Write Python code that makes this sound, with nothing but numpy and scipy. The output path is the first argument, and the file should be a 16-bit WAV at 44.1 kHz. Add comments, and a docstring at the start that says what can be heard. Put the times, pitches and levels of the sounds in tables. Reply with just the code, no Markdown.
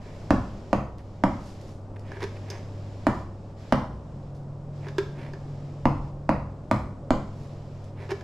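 """Paint is mixed in a small room. An appliance hums on two low tones over a faint rumble as a stirring
stick swishes through the wet, crackling paint and scrapes the cup. Three hard knocks of stick on cup
come in the first 1.3 s, each answered by floor and walls. The stick ticks and rasps round the inside,
knocks twice between 3 and 4 s, ticks again near 5 s, then knocks four more times from 5.9 to 7.1 s.
A last stir ends in light taps near 8 s."""
import sys
import numpy as np
from scipy import signal
from scipy.fft import rfft, irfft
from scipy.io import wavfile

SR = 44100
rng = np.random.default_rng(int(sys.argv[2]) if len(sys.argv) > 2 else 0)


def wrap_up_sound(samples):
    """Save the sound to the file named by the first command line argument, as 16-bit audio."""
    columns = np.atleast_2d(samples).T
    # keep every value between -1 and 1, then stretch to whole-number steps
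    tamed = np.clip(columns, -1, 1)
    steps = np.round(tamed * 32767).astype(np.int16)
    wavfile.write(sys.argv[1], SR, steps)


N = 362943
TIME = np.arange(N) / SR
RING_TIME = TIME[:32768]  # time axis of one hit or reverb tail

# appliance tones: (pitch [Hz], steady level [dB], swells as (centre [s], length [s], level [dB]))
HUM_TONES = [(99.3, -46, [(2.7, 1.44, -42.5), (7.9, 3.4, -52)]), (141.6, -54.5, [(5.3, 2.4, -38.5),
             (7.8, 1.6, -47.5)])]
# room rumble: (frequency [Hz], gain [dB])
RUMBLE_EQ = [(20, 0), (40, -1), (60, -4), (85, -2.5), (170, -2), (250, -7), (480, -12.5), (565, -8),
             (660, -14), (1200, -24.5), (2000, -43.5), (4000, -55), (8000, -50.5), (14000, -78)]
# sweeps of the stick through the paint: (start [s], length [s], level [dB])
STIR_SWEEPS = [(0, 0.77, -58), (1.032, 0.33, -66), (1.287, .42, -59), (2.047, 1.16, -58),
               (3.204, 0.32, -66), (3.562, 0.16, -57.5), (3.9, 0.4, -69), (4.722, 1.37, -62.5),
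               (7.2, 0.69, -63), (7.996, .23, -60)]
# paint swish: (frequency [Hz], gain [dB])
SWISH_EQ = [(900, 2.5), (2000, 2), (3200, -1), (4300, -2.5), (5300, -1), (6100, -6.5), (7600, -7.5),
            (8500, -21), (12000, -21), (14000, -37)]
# patches of wet crackle: (centre [s], length [s], level [dB])
CRACKLE_PATCHES = [(.2, 0.24, -68), (.986, 0.0086, -55), (1.48, 0.15, -57.5), (1.615, 0.0071, -54),
                   (1.69, 0.12, -61), (1.996, 0.0069, -53), (4.36, 0.032, -63), (7.42, 0.15, -65.5),
                   (7.846, .008, -55.5)]
# scraping strokes on the cup wall: (centre [s], length [s], relative level [dB])
SCRAPE_STROKES = [(.08, 0.18, -60), (1.0, 0.03, -61.5), (1.965, 0.0077, -48.5), (2.13, 0.17, -56),
                  (2.228, 0.039, -42), (2.37, 0.014, -52.5), (2.53, 0.13, -51.5), (4.865, 0.088, -55),
                  (5.23, 0.12, -51), (8.02, 0.09, -52.5), (8.113, 0.028, -41)]
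# rasp of the wall: (frequency [Hz], gain [dB])
SCRAPE_EQ = [(250, -8), (410, 11), (520, 5), (1000, 6), (1300, -4.5), (1750, 4), (2400, 1), (3100, -7.5),
             (5300, -16), (7500, -30), (9000, -26.5), (14000, -40)]
# hard knocks: (time [s], trim [dB], clack [Hz], thud [Hz], thud trim [dB], tick trim [dB], boom trim [dB])
KNOCK_HITS = [(0.3062, -0.5, 660, 255, 1.5, 2.5, -6), (0.73, 0, 650, 259, -9.5, -2, 0),
              (1.2377, -0.5, 732, 261, 0.5, 0, -8.5), (3.0682, 0, 640, 264, -2, 2, -1.5),
              (3.7241, 1.5, 687, 238, -4, 2, -2.5), (5.855, 0, 816, 254.4, 0, -3.5, 3),
              (6.2920, 0, 720, 244, -6, -4.5, 2.5), (6.713, -2, 658, 252, -2, 5, 6.5),
              (7.1061, -1.5, 627, 252, -3.5, 3, -4)]
# stick and cup ringing together: (pitch [Hz], level [dB], t60 [s])
STICK_CUP_MODES = [(208, -18, 0.082), (342.4, -19.5, 0.037), (510, -19.5, 0.029), (936, -19.5, 0.031),
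                   (1057, -5.5, 0.0032), (1340, -49, 0.0036), (2025, -23, 0.0096), (2630, -20, 0.0082),
                   (5060, -38.5, 0.013)]
# boom of the surface under the cup: (pitch [Hz], level [dB], t60 [s])
BOOM_MODES = [(62.6, -41, 1), (81, -37, 0.037), (137.6, -30, 0.23)]
# dry contact tick of a knock: (frequency [Hz], gain [dB])
TICK_EQ = [(300, 14.5), (1500, 10.5), (2700, 6), (3300, -0.5), (5000, -4), (7500, -11.5), (9000, -20),
           (12000, -23), (15000, -46)]
# light taps inside the cup: (time [s], level [dB], hollow ring trim [dB], treble shelf [dB])
TAP_HITS = [(2.118, -18.5, -7, -13), (2.169, -17.5, -1, -20), (2.205, -23, -7, -3), (2.228, -14.5, 3.5, -2),
            (2.239, -13.5, -4, -2.5), (2.502, -21, -2, 12), (4.868, -18, 2.5, -23), (4.885, -17.5, -12, -7),
            (4.983, -3.5, 6, -5.5), (5.335, -21.5, 1.5, -6), (8.092, -22.5, 7.5, -10),
            (8.106, -14, -32, -3.5), (8.117, -13, 10.5, -5), (8.209, -22.5, -13, -6)]
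# ring of the cup wall: (pitch [Hz], level [dB], t60 [s])
WALL_MODES = [(960, -18, 0.018), (1610, -20, 0.025), (1725, -21, 0.036), (2270, -25.5, 0.022),
              (3560, -31.5, 0.04), (5020, -13.5, 0.0068), (5140, -32, 0.034)]
# hollow ring of the air in the cup: (pitch [Hz], level [dB], t60 [s])
AIR_MODES = [(407, -14, 0.056), (331, -16.5, 0.028)]
# the stick's own click: (frequency [Hz], gain [dB])
CLICK_EQ = [(150, -40), (600, -6), (1500, 6.5), (3000, -1), (6500, -4.5), (8500, -19), (12500, -29.5),
            (15000, -18)]
# early reflections: (delay [s], relative level [dB], high cut [Hz])
REFLECTIONS = [(.0031, -5, 1200), (.0074, -14, 1800), (.0125, -14, 1200), (.0195, -6, 340)]
# reverb decay: (frequency [Hz], t60 [s])
REVERB_DECAY = [(60, 0.89), (250, 0.24), (1000, 0.52), (2500, 0.42), (10000, 0.48)]
# reverb tone: (frequency [Hz], gain [dB])
REVERB_EQ = [(40, 15), (140, 12), (260, 5.5), (430, 9.5), (700, -2), (1100, 2.5), (2200, -1), (5000, 1),
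             (12000, 0.5)]
# stereo width of diffuse sound: (frequency [Hz], side over mid [dB])
SIDE_EQ = [(60, -23), (250, -20.5), (550, -15), (1100, -9), (2200, -4), (5000, -8), (8000, -6),
           (12000, -7.5)]

HUM_DRIFT, HUM_DRIFTS_PER_S = 0.0036, 5.9  # share by which the pitch wanders, and how often
RUMBLE_DB, HISS_DB = -42, -69
SWEEP_ATTACK_S, SWEEP_RELEASE_S = 0.017, 0.027


def amp(db):
    """Decibels to gain."""
    return 10 ** (np.asarray(db) / 20)


def unit(x):
    """Scale to rms 1."""
    return x / np.sqrt(np.mean(x ** 2))


def at_hz(hz, points):
    """Read (frequency [Hz], value) points on a log-frequency axis."""
    freqs, values = np.transpose(points)
    return np.interp(np.log(np.maximum(hz, 1)), np.log(freqs), values)


def eq(x, points):
    """Causal EQ through (frequency [Hz], gain [dB]) points, built from its cepstrum."""
    size = 4096
    cepstrum = irfft(at_hz(np.fft.rfftfreq(size, 1 / SR), points) * np.log(10) / 20)
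    cepstrum[1:size // 2] *= 2
    cepstrum[size // 2 + 1:] = 0
    return signal.fftconvolve(x, irfft(np.exp(rfft(cepstrum))))[:len(x)]


def lowpass(x, hz):
    """Gentle high cut, 12 dB per octave."""
    return signal.sosfilt(signal.butter(2, hz, fs=SR, output="sos"), x)


def add(out, s, x):
    """Mix x into out from time s on."""
    i = int(s * SR)
    part = x[..., :out.shape[-1] - i]
    out[..., i:i + part.shape[-1]] += part


def wander(rate):
    """Random modulator gliding to `rate` new values a second, with a spread near 1."""
    knots = rng.standard_normal(int(rate * N / SR) + 2)
    return np.interp(TIME * rate, np.arange(len(knots)), knots)


def swells(rows):
    """Bell-shaped envelopes, one per (centre [s], length [s], level [dB])."""
    return sum(amp(db) * np.exp(-(2 * (TIME - s) / length) ** 2) for s, length, db in rows)


def diffuse(points, size):
    """Noise from all sides: nearly mono in the bass, wider in the treble."""
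    mid, side = (eq(rng.standard_normal(size), points) for _ in range(2))
    side = eq(side, SIDE_EQ)
    return np.array([mid + side, mid - side])


def appliance_hum():
    """Two motor tones waver in pitch and level, each swelling slowly twice."""
    hum = 0
    for hz, steady_db, rises in HUM_TONES:
        pitch = hz * (1 + HUM_DRIFT * wander(HUM_DRIFTS_PER_S))
        tone = np.sqrt(2) * np.sin(2 * np.pi * np.cumsum(pitch) / SR)
        waver_db = 1.5 * wander(6) + .7 * wander(14)
        hum += tone * (amp(steady_db) + swells(rises)) * amp(waver_db)
    return hum


def rumble():
    """A bed of low room noise whose level drifts slightly."""
    drift_db = .8 * wander(3)
    return unit(diffuse(RUMBLE_EQ, N)) * amp(RUMBLE_DB + drift_db)


def sweep(start, length):
    """Speed of the stick in one sweep: attack, hold, release."""
    attack = 1 - np.exp(-np.maximum(TIME - start, 0) / SWEEP_ATTACK_S)
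    return attack * np.exp(-np.maximum(TIME - start - length, 0) / SWEEP_RELEASE_S)


def paint_swish():
    """The paint swishes with the speed of the stick, sinking to a faint hiss between sweeps."""
    stirring = sum(amp(db) * sweep(s, length) for s, length, db in STIR_SWEEPS)
    stirring *= amp(1.1 * wander(6))
    return unit(diffuse(SWISH_EQ, N)) * np.hypot(stirring, amp(HISS_DB))


def grains(strokes, per_s, spread_db):
    """Tiny random clicks of uneven size that swell and fade with each stroke."""
    onsets = rng.random(N) < per_s / SR
    clicks = onsets * rng.choice([-1, 1], N) * amp(spread_db * rng.random(N))
    return unit(clicks) * swells(strokes)


def scrapes():
    """The tip sticks and slips along the cup wall in a fine rasp."""
    return amp(12) * eq(grains(SCRAPE_STROKES, per_s=1200, spread_db=3), SCRAPE_EQ)


def room(x, wet_db, echo_db, shade_db=-1):
    """Direct sound a little from the right, early reflections, then a tail longest in the bass."""
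    near = x.copy()
    for delay, db, hz in REFLECTIONS:
        add(near, delay, amp(db + echo_db) * lowpass(x, hz))
    hz, s, spectrum = signal.stft(diffuse(REVERB_EQ, len(RING_TIME)), SR, nperseg=256)
    decay = amp(-60 * s / at_hz(hz, REVERB_DECAY)[:, None])
    tail = signal.istft(spectrum * decay, SR)[1][:, :len(RING_TIME)]
    tail *= 1 - np.exp(-(RING_TIME / 0.0039) ** 2)  # reflections take a moment to thicken
    wet = signal.fftconvolve(x[None], tail / np.sqrt(SR), axes=1)[:, :len(x)]
    shaded_left = eq(near, [(200, 0), (700, shade_db), (4000, 4.9 * shade_db), (10000, 0)])
    return np.array([shaded_left, near]) + amp(wet_db) * wet


def paint_crackle():
    """The paint tears in small, bright, wet pops."""
    pops = grains(CRACKLE_PATCHES, per_s=930, spread_db=22)
    crackle = eq(pops, [(1000, -2), (3000, 2), (5500, 4.5), (8500, -5), (12000, -12), (14000, -21)])
    return room(crackle, wet_db=13, echo_db=-12)


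def pulse(hz, rise_s):
    """A heavily damped vibration that peaks at rise_s and is gone a few cycles later."""
    envelope = RING_TIME / rise_s * np.exp(1 - RING_TIME / rise_s)
    return envelope * np.sin(2 * np.pi * hz * RING_TIME)


def ring(modes, scatter):
    """Damped sines of alternating polarity; the place of contact detunes each a little."""
    out = 0
    for k, (hz, db, t60) in enumerate(modes):
        pitch = hz * (1 + scatter * rng.standard_normal())
        out += (-1) ** k * amp(db - 60 * RING_TIME / t60) * np.sin(2 * np.pi * pitch * RING_TIME)
    return out


def contact(skid_db, skid_s):
    """One clean impulse, then the tip skids for a few milliseconds."""
    force = amp(skid_db) * rng.standard_normal(len(RING_TIME)) * np.exp(-RING_TIME / skid_s)
    force[0] = 1
    return force


def knocks():
    """Stick hits cup hard: a short clack, a low thud, their joint ring, a soft boom and a dry tick."""
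    out = np.zeros((2, N))
    for s, db, clack_hz, thud_hz, thud_db, tick_db, boom_db in KNOCK_HITS:
        clack = amp(-3) * pulse(clack_hz, rise_s=0.00067)
        thud = amp(thud_db - 13.5) * pulse(thud_hz, rise_s=0.0034)
        body = ring(STICK_CUP_MODES, scatter=.02)
        boom = amp(boom_db) * ring(BOOM_MODES, scatter=.03)
        tick = amp(tick_db - 5.5) * eq(contact(skid_db=-18, skid_s=.004), TICK_EQ)
        blow = lowpass(body + boom + thud - clack, hz=4600) + tick
        add(out, s, amp(db) * room(blow, wet_db=9, echo_db=-2, shade_db=-1.5))
    return out


def taps():
    """Light taps ring the cup on two stems: its clicking wall and the hollow air inside."""
    shell, hollow = np.zeros(N), np.zeros(N)
    for s, db, hollow_db, treble_db in TAP_HITS:
        wall = ring(WALL_MODES, scatter=.01)
        air = ring(AIR_MODES, scatter=.02)
        click = amp(-3) * eq(contact(skid_db=-12, skid_s=.006), CLICK_EQ)
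        add(shell, s, amp(db) * eq(wall + click, [(2000, 0), (5000, treble_db)]))
        add(hollow, s, amp(db + hollow_db) * air)
    return shell, hollow


def scene():
    """The full mix; the air in the cup sends less to the room than its wall does."""
    mix = knocks()
    shell, hollow = taps()
    mix += room(shell + scrapes(), wet_db=6.5, echo_db=-6)
    mix += room(hollow, wet_db=1, echo_db=-6)
    return mix + paint_swish() + paint_crackle() + appliance_hum() + rumble()


def record(dry):
    """The microphone rounds the loudest peaks and loses the very top."""
    ceiling, top_hz = 0.62, 13600
    rounded = ceiling * np.tanh(dry / ceiling)
    return signal.sosfilt(signal.ellip(8, .2, 70, top_hz, fs=SR, output="sos"), rounded)


dry = scene()
out = record(dry)
wrap_up_sound(out)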